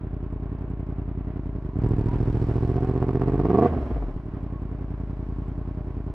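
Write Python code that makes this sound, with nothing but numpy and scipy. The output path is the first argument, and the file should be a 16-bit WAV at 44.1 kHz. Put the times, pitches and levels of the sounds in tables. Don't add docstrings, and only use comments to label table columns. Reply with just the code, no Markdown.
import sys
import numpy as np
from scipy.fft import rfft, irfft, next_fast_len
from scipy.io import wavfile
from scipy.ndimage import map_coordinates

SR = 44100
rng = np.random.default_rng(int(sys.argv[2]) if len(sys.argv) > 2 else 0)


def materialize(psi):
    bounded = np.clip(np.atleast_2d(psi).T, -1, 1)
    quanta = np.round(bounded * 32767).astype(np.int16)
    wavfile.write(sys.argv[1], SR, quanta)


N = 270766

# t/s, speed/rpm
REV_CURVE = [(0.0, 1240.0), (0.43, 1230.8), (0.49, 1307.2), (1.26, 1243.1), (1.32, 1422.1), (1.4, 1178.9),
             (1.56, 1331.0), (1.7, 989.7), (1.83, 1695.2), (1.99, 1570.9), (2.14, 1676.4), (2.51, 1710.6),
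             (2.75, 1833.4), (3.18, 1856.3), (3.42, 2125.8), (3.65, 3447.5), (4.2, 1166.6), (4.28, 1584.7),
             (4.37, 1269.3), (6.14, 1224.5)]
# t/s, throttle/0-1, firing level/dB
THROTTLE_MOVES = [(0, .2, -5), (1.73, 0.17, -4), (1.785, 0.27, 2.7), (1.86, 0.4, 2.9), (2.05, 0.29, 2),
                  (2.6, 0.49, -0.5), (3.1, 0.64, -1), (3.42, 0.67, 0), (3.655, 1, 1.5), (3.7, 0, -12),
                  (4.08, 0.09, -11), (4.35, 0.15, -5.5), (5.3, 0.14, -4.5), (6.14, .24, -5.5)]
FIRING_POINTS = [0, .12, .36, .752]
# level/dB, boost at full throttle/dB, bite/added throttle, hiss/dB
CYLINDER_VOICES = [(3.84, -3, -0.018, .5), (-2, 5.5, 0.13, 2), (2.3, -1.5, 0.022, 2), (-2.5, 4, -0.071, 1)]
# f/Hz, width/Hz, level/dB at idle, at half throttle, at full throttle
PIPE_MODES = [(51.3, 31.7, 13, 9, 5), (81.8, 68, 1, 9, -1.5), (126, 94, 2.5, 8, 4),
              (189.6, 121, -2, -2, 5.5), (280.2, 110.6, -3, 1, 6.5), (386.6, 173, -16, -1, 9),
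              (473, 44, -41, -18.5, 6), (703.2, 148, -28, -19, 4.5), (910, 430, -48.5, -24.5, -14.5),
              (1118, 190, -41, -26.5, -4.5), (1830, 1500, -51, -50, -35.5)]
BLAST_SKEW = [(0, 1.15), (.45, 0.78), (.8, .05)]
# t/s, bite/throttle, level/dB
AFTERFIRE = [(3.767, 0.57, 0), (3.826, 0.72, -10), (3.872, 0.67, -13), (3.914, 0.56, -2.5),
             (3.971, .5, -6.5), (4.163, 0.36, -10.5)]
# f/Hz, level/dB
CRACK_EQ = [(500, -28), (1300, 10), (2400, 1), (3500, -10), (5500, -23.5), (9000, -33), (15000, -41)]
# t/s, level/dB
BARK_HITS = [(3.025, -24), (3.09, -22), (3.154, -25), (3.217, -21), (3.341, -27), (3.397, -27),
             (3.453, -22.5), (3.502, -23.5), (3.624, -16.5)]
# f/Hz, level/dB
BARK_EQ = [(250, -22), (480, -6.5), (580, -2.5), (710, 7.5), (900, 4), (1130, 3), (1400, -6.5), (2200, -18),
           (4000, -37.5), (9000, -52), (15000, -57)]
# t/s, length/s, level/dB
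OVERRUN_BOOMS = [(3.67, .195, -27.5), (3.892, 0.27, -26)]
# f/Hz, level/dB
BURBLE_EQ = [(100, -13), (240, 12), (430, 2), (520, -4.5), (680, 4.5), (900, -19.5), (1120, -8),
             (1500, -28.5), (4000, -66.5)]
# f/Hz, level/dB
GAS_EQ = [(600, -3), (1500, 10.5), (2500, 7.5), (3600, 3.5), (5000, 4.5), (6600, -6.5), (7900, -6.5),
          (9500, -9), (11500, -13.5), (15500, -22.5)]
# f/Hz, level/dB
CHURN_EQ = [(150, 4.5), (400, 9), (520, -16.5), (620, 5.5), (720, -11), (850, -15.5), (1020, -5.5),
            (1105, -3.5), (1200, -15.5), (1500, -22.5), (3000, -56.5)]
# f/Hz, level/dB
CLATTER_EQ = [(300, -4), (800, -1.5), (1200, -8.5), (1500, -10.5), (2300, -17.5), (3200, -26.5),
              (5000, -43), (9000, -56.5)]
# t/s, half width/s, level/dB
GEAR_SWELLS = [(1.87, 0.034, -53), (2.105, 0.041, -47)]
# f/Hz, level/dB, t60/s
HEADER_MODES = [(5030, -8, 0.012), (5350, -11.5, 0.012), (7500, -2.5, 0.013), (8030, -4.5, 0.015),
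                (11300, -15, 0.015)]
# t/s, level/dB
PING_ACCENTS = [(0.3244, -67), (0.6993, -66), (0.7961, -65), (1.7863, -59), (1.8876, -54), (1.9829, -57),
                (2.0577, -59), (2.3484, -63), (2.698, -59), (4.6194, -62)]
# t/s, half width/s, level/dB
RING_SWELLS = [(4.555, 0.022, -52.5), (5.4, .15, -59.5)]
# f/Hz, level/dB
TYRE_EQ = [(500, -10), (2000, 2), (4000, 0), (5500, -3), (6800, -11), (10000, -15), (15500, -28)]
# t/s, half width/s, level/dB
CAR_SWISHES = [(2.5, 0.41, -65), (3.82, .2, -69), (5.3, .35, -78.5)]
# f/Hz, left-right correlation
STEREO_LIKENESS = [(200, .98), (600, 1), (1100, 0.97), (2000, 0.13), (5000, 0.53), (12000, 0.5)]
# f/Hz, left minus right level/dB
BALANCE = [(60, 1.45), (125, -2), (250, -1.74), (500, -2), (1000, -4), (2000, 2), (4000, -1.5),
           (8000, -2.5)]
# f/Hz, left delay/s
LEFT_LAG = [(1000, 35e-6), (3000, 0)]

IDLE_RPM, TOP_HZ = 1240, 15700
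PULL_FROM, PULL_FULL = .29, .295


def exhaust(times, throttle, db, skirt=3.58, lead_s=.0008, preroll_s=.02, size=8192):
    hz = np.fft.rfftfreq(size, 1 / SR) + 1
    bells = np.array([(1 + ((hz ** 2 - f ** 2) / (hz * w)) ** 2) ** -skirt for f, w, *_ in PIPE_MODES])
    levels = np.transpose([np.interp(throttle, [0, .5, 1], row[2:]) for row in PIPE_MODES])
    levels = levels + db[:, None] + .6 * rng.standard_normal(levels.shape)
    spectra = rfft(causal(np.sqrt(amp(levels) ** 2 @ bells)))
    skew = np.interp(throttle, *np.transpose(BLAST_SKEW))[:, None]
    thumps = irfft(spectra * np.exp(1j * (skew - 2 * np.pi * hz * preroll_s)))
    return -placed(times - lead_s - preroll_s, thumps)


def firings(cycles, jitter_s=.00015):
    count = len(CYLINDER_VOICES)
    cycle, cylinder = np.divmod(np.arange(count * int(cycles[-1] + 1)), count)
    at = cycle + np.array(FIRING_POINTS)[cylinder]
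    times = np.interp(at, cycles, np.arange(N) / SR) + jitter_s * rng.standard_normal(len(at))
    inside = (at > cycles[0]) & (at < cycles[-1])
    return np.array([times, cylinder, *np.array(CYLINDER_VOICES)[cylinder].T])[:, inside]


def pull(throttle):
    return np.clip((throttle - PULL_FROM) / (PULL_FULL - PULL_FROM), 0, 1)


def cracks(times, throttle, db):
    crack_db = -40.9 + 1.5 * db + 9.4 * np.minimum(throttle, 1) + 2 * rng.standard_normal(len(times))
    clicks = -placed(times - .0004, amp(crack_db)[:, None])
    return filtered(clicks, lambda hz: amp(along(CRACK_EQ, hz)))


def barks(delay_s=.0008, trim_db=-.5, size=2048):
    times, db = np.transpose(BARK_HITS)
    snap = causal(amp(along(BARK_EQ, np.fft.rfftfreq(size, 1 / SR)))[None])
    return -placed(times + delay_s, amp(db + trim_db)[:, None] * snap / np.abs(snap).max())


def overrun(cycles, times, attack_s=.041, release_s=.022, sag_db_per_s=25, fade_db_per_s=25.5):
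    t = np.arange(N) / SR

    def gate(start, end):
        return np.clip((t - start) / attack_s, 0, 1) * np.clip(1 - (t - end) / release_s, 0, 1)

    level = sum(gate(start, start + length) * amp(db - sag_db_per_s * np.abs(t - start))
                for start, length, db in OVERRUN_BOOMS)
    boom = level * amp(.71 * wobble(25)) * unit(np.sin(2 * np.pi * 3 * cycles))
    shut, caught = OVERRUN_BOOMS[0][0], OVERRUN_BOOMS[-1][0] + OVERRUN_BOOMS[-1][1]
    puffs = bursts(times, 3 * rng.standard_normal(len(times)), rise_s=.001, t60=.06) * rush(BURBLE_EQ)
    return boom + gate(shut, caught) * amp(-33 - fade_db_per_s * np.abs(t - shut)) * puffs


def gas_hiss(times, db, pulling, idle_db=-78, pull_db=12.5):
    spits = bursts(times - .0012, db + 2.2 * rng.standard_normal(len(times)), rise_s=.0004, t60=.03)
    return amp(idle_db + pull_db * pulling) * spits * rush(GAS_EQ)


def clatter(times, rpm, pulling, churn_db=-45, idle_db=-51, pull_db=4, db_per_octave=5):
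    valve_db = idle_db + pull_db * pulling + db_per_octave * np.log2(rpm / IDLE_RPM)
    knocks = bursts(times, 2 * rng.standard_normal(len(times)), rise_s=.00098, t60=.087)
    churn = amp(churn_db + wobble(21)) * rush(CHURN_EQ)
    valves = amp(valve_db + .85 * wobble(20)) * rush(CLATTER_EQ)
    return unit(1 + .53 * knocks) * (churn + valves)


def whines(cycles, pulling, teeth_per_cycle=70, crest_s=2.79, crest_hz=717, hz_per_s=210):
    chain_hz = np.maximum(crest_hz + hz_per_s * (np.arange(N) / SR - crest_s), 0)
    gear = unit(np.sin(2 * np.pi * teeth_per_cycle * cycles + .5 * wobble(40)))
    chain = unit(np.sin(2 * np.pi * np.cumsum(chain_hz) / SR + 1.7 * wobble(45)))
    gear_level = amp(-75 + 8.5 * pulling) + swells(GEAR_SWELLS)
    chain_level = swells([(crest_s, .12, -42.5)])
    return amp(3.5 * wobble(60)) * (gear_level * gear + chain_level * chain)


def pings(times, cylinder, pulling, idle_db=-85.5, pull_db=18, first_db=13):
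    db = idle_db + pull_db * pulling + first_db * (cylinder == 0) * (1 - pulling)
    db += 3 * rng.standard_normal(len(times))
    accent_times, accent_db = np.transpose(PING_ACCENTS)
    return header_pipes(times, db) + header_pipes(accent_times, accent_db - 1)


def header_pipes(times, db, rise_s=.0004):
    t = np.arange(SR // 30) / SR
    rings = np.zeros((len(times), len(t)))
    for hz, level, t60 in HEADER_MODES:
        strength, detune, phase = rng.standard_normal((3, len(times), 1))
        tone = np.sin(2 * np.pi * (hz * (1 + .012 * detune) * t + phase))
        rings += amp(level + 1.3 * strength - 60 * t / t60) * tone
    return placed(times, amp(db)[:, None] * (1 - np.exp(-t / rise_s)) * rings)


def thin_ring(hz=1090):
    level = swells(RING_SWELLS) * amp(2.7 * wobble(30))
    return level * unit(np.sin(2 * np.pi * hz * np.arange(N) / SR + 1.2 * wobble(35)))


def tyres(start_db=-89.5, db_per_s=2):
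    road = amp(start_db + db_per_s * np.arange(N) / SR)
    return np.hypot(road, swells(CAR_SWISHES)) * rush(TYRE_EQ)


def amp(db):
    return 10 ** (np.asarray(db) / 20)


def unit(x):
    return x / np.sqrt(np.mean(x ** 2) + 1e-20)


def along(points, hz):
    f, values = np.transpose(points)
    return np.interp(np.log(hz + 1), np.log(f + 1), values)


def curves(rows, at=None):
    times, *columns = np.transpose(rows)
    return [np.interp(np.arange(N) / SR if at is None else at, times, c) for c in columns]


def swells(rows):
    t = np.arange(N) / SR
    return sum(amp(db) / (1 + ((t - crest) / width) ** 2) for crest, width, db in rows)


def wobble(rate):
    return map_coordinates(rng.standard_normal(int(N * rate / SR) + 4), [np.arange(N) * rate / SR])


def filtered(x, response):
    size = next_fast_len(N + SR // 2)
    return irfft(rfft(x, size) * response(np.fft.rfftfreq(size, 1 / SR)), size)[..., :N]


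def rush(eq):
    def mid_side(hz):
        width = np.arccos(np.clip(along(STEREO_LIKENESS, hz), -1, 1)) / 2
        return amp(along(eq, hz)) * [np.cos(width), np.sin(width)]

    mid, side = filtered(rng.standard_normal((2, N)), mid_side)
    return unit(np.array([mid + side, mid - side]))


def placed(times, sounds):
    index = np.round(times * SR).astype(int)[:, None] + np.arange(sounds.shape[1])
    inside = (index >= 0) & (index < N)
    return np.bincount(index[inside], sounds[inside], N)


def bursts(times, db, rise_s, t60):
    t = np.arange(SR // 16) / SR
    return unit(placed(times, amp(db)[:, None] * (1 - np.exp(-t / rise_s)) * amp(-60 * t / t60)))


def causal(gain):
    cepstrum = irfft(np.log(gain + 1e-6))
    half = cepstrum.shape[1] // 2
    cepstrum[:, 1:half] *= 2
    cepstrum[:, half + 1:] = 0
    return irfft(np.exp(rfft(cepstrum)))


def rider_seat(hz):
    gains = amp(np.outer([.5, -.5], along(BALANCE, hz)))
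    return gains * np.exp(np.outer([-1j, 1j], np.pi * hz * along(LEFT_LAG, hz)))


def scene():
    rpm = curves(REV_CURVE)[0]
    cycles = .64 + np.cumsum(rpm / 120) / SR
    times, cylinder, voice_db, load_db, bite, hiss_db = firings(cycles)
    throttle, drive_db = curves(THROTTLE_MOVES, times)
    pulling = pull(curves(THROTTLE_MOVES)[0])
    blast_db = drive_db + voice_db + load_db * throttle + .4 * rng.standard_normal(len(times))
    blasts = np.array([times, throttle + bite, blast_db])
    blasts_and_pops = np.hstack([blasts, np.transpose(AFTERFIRE)])
    pipe = amp(19) * exhaust(*blasts_and_pops) + cracks(*blasts) + barks()
    metal = pings(times, cylinder, pull(throttle)) + whines(cycles, pulling)
    metal = metal + clatter(times, rpm, pulling)
    breath = overrun(cycles, times) + gas_hiss(times, hiss_db, pulling)
    return filtered(pipe + breath + metal + tyres() + thin_ring(), rider_seat)


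def record(dry):
    return filtered(dry, lambda hz: hz < TOP_HZ)


dry = scene()
out = record(dry)
materialize(out)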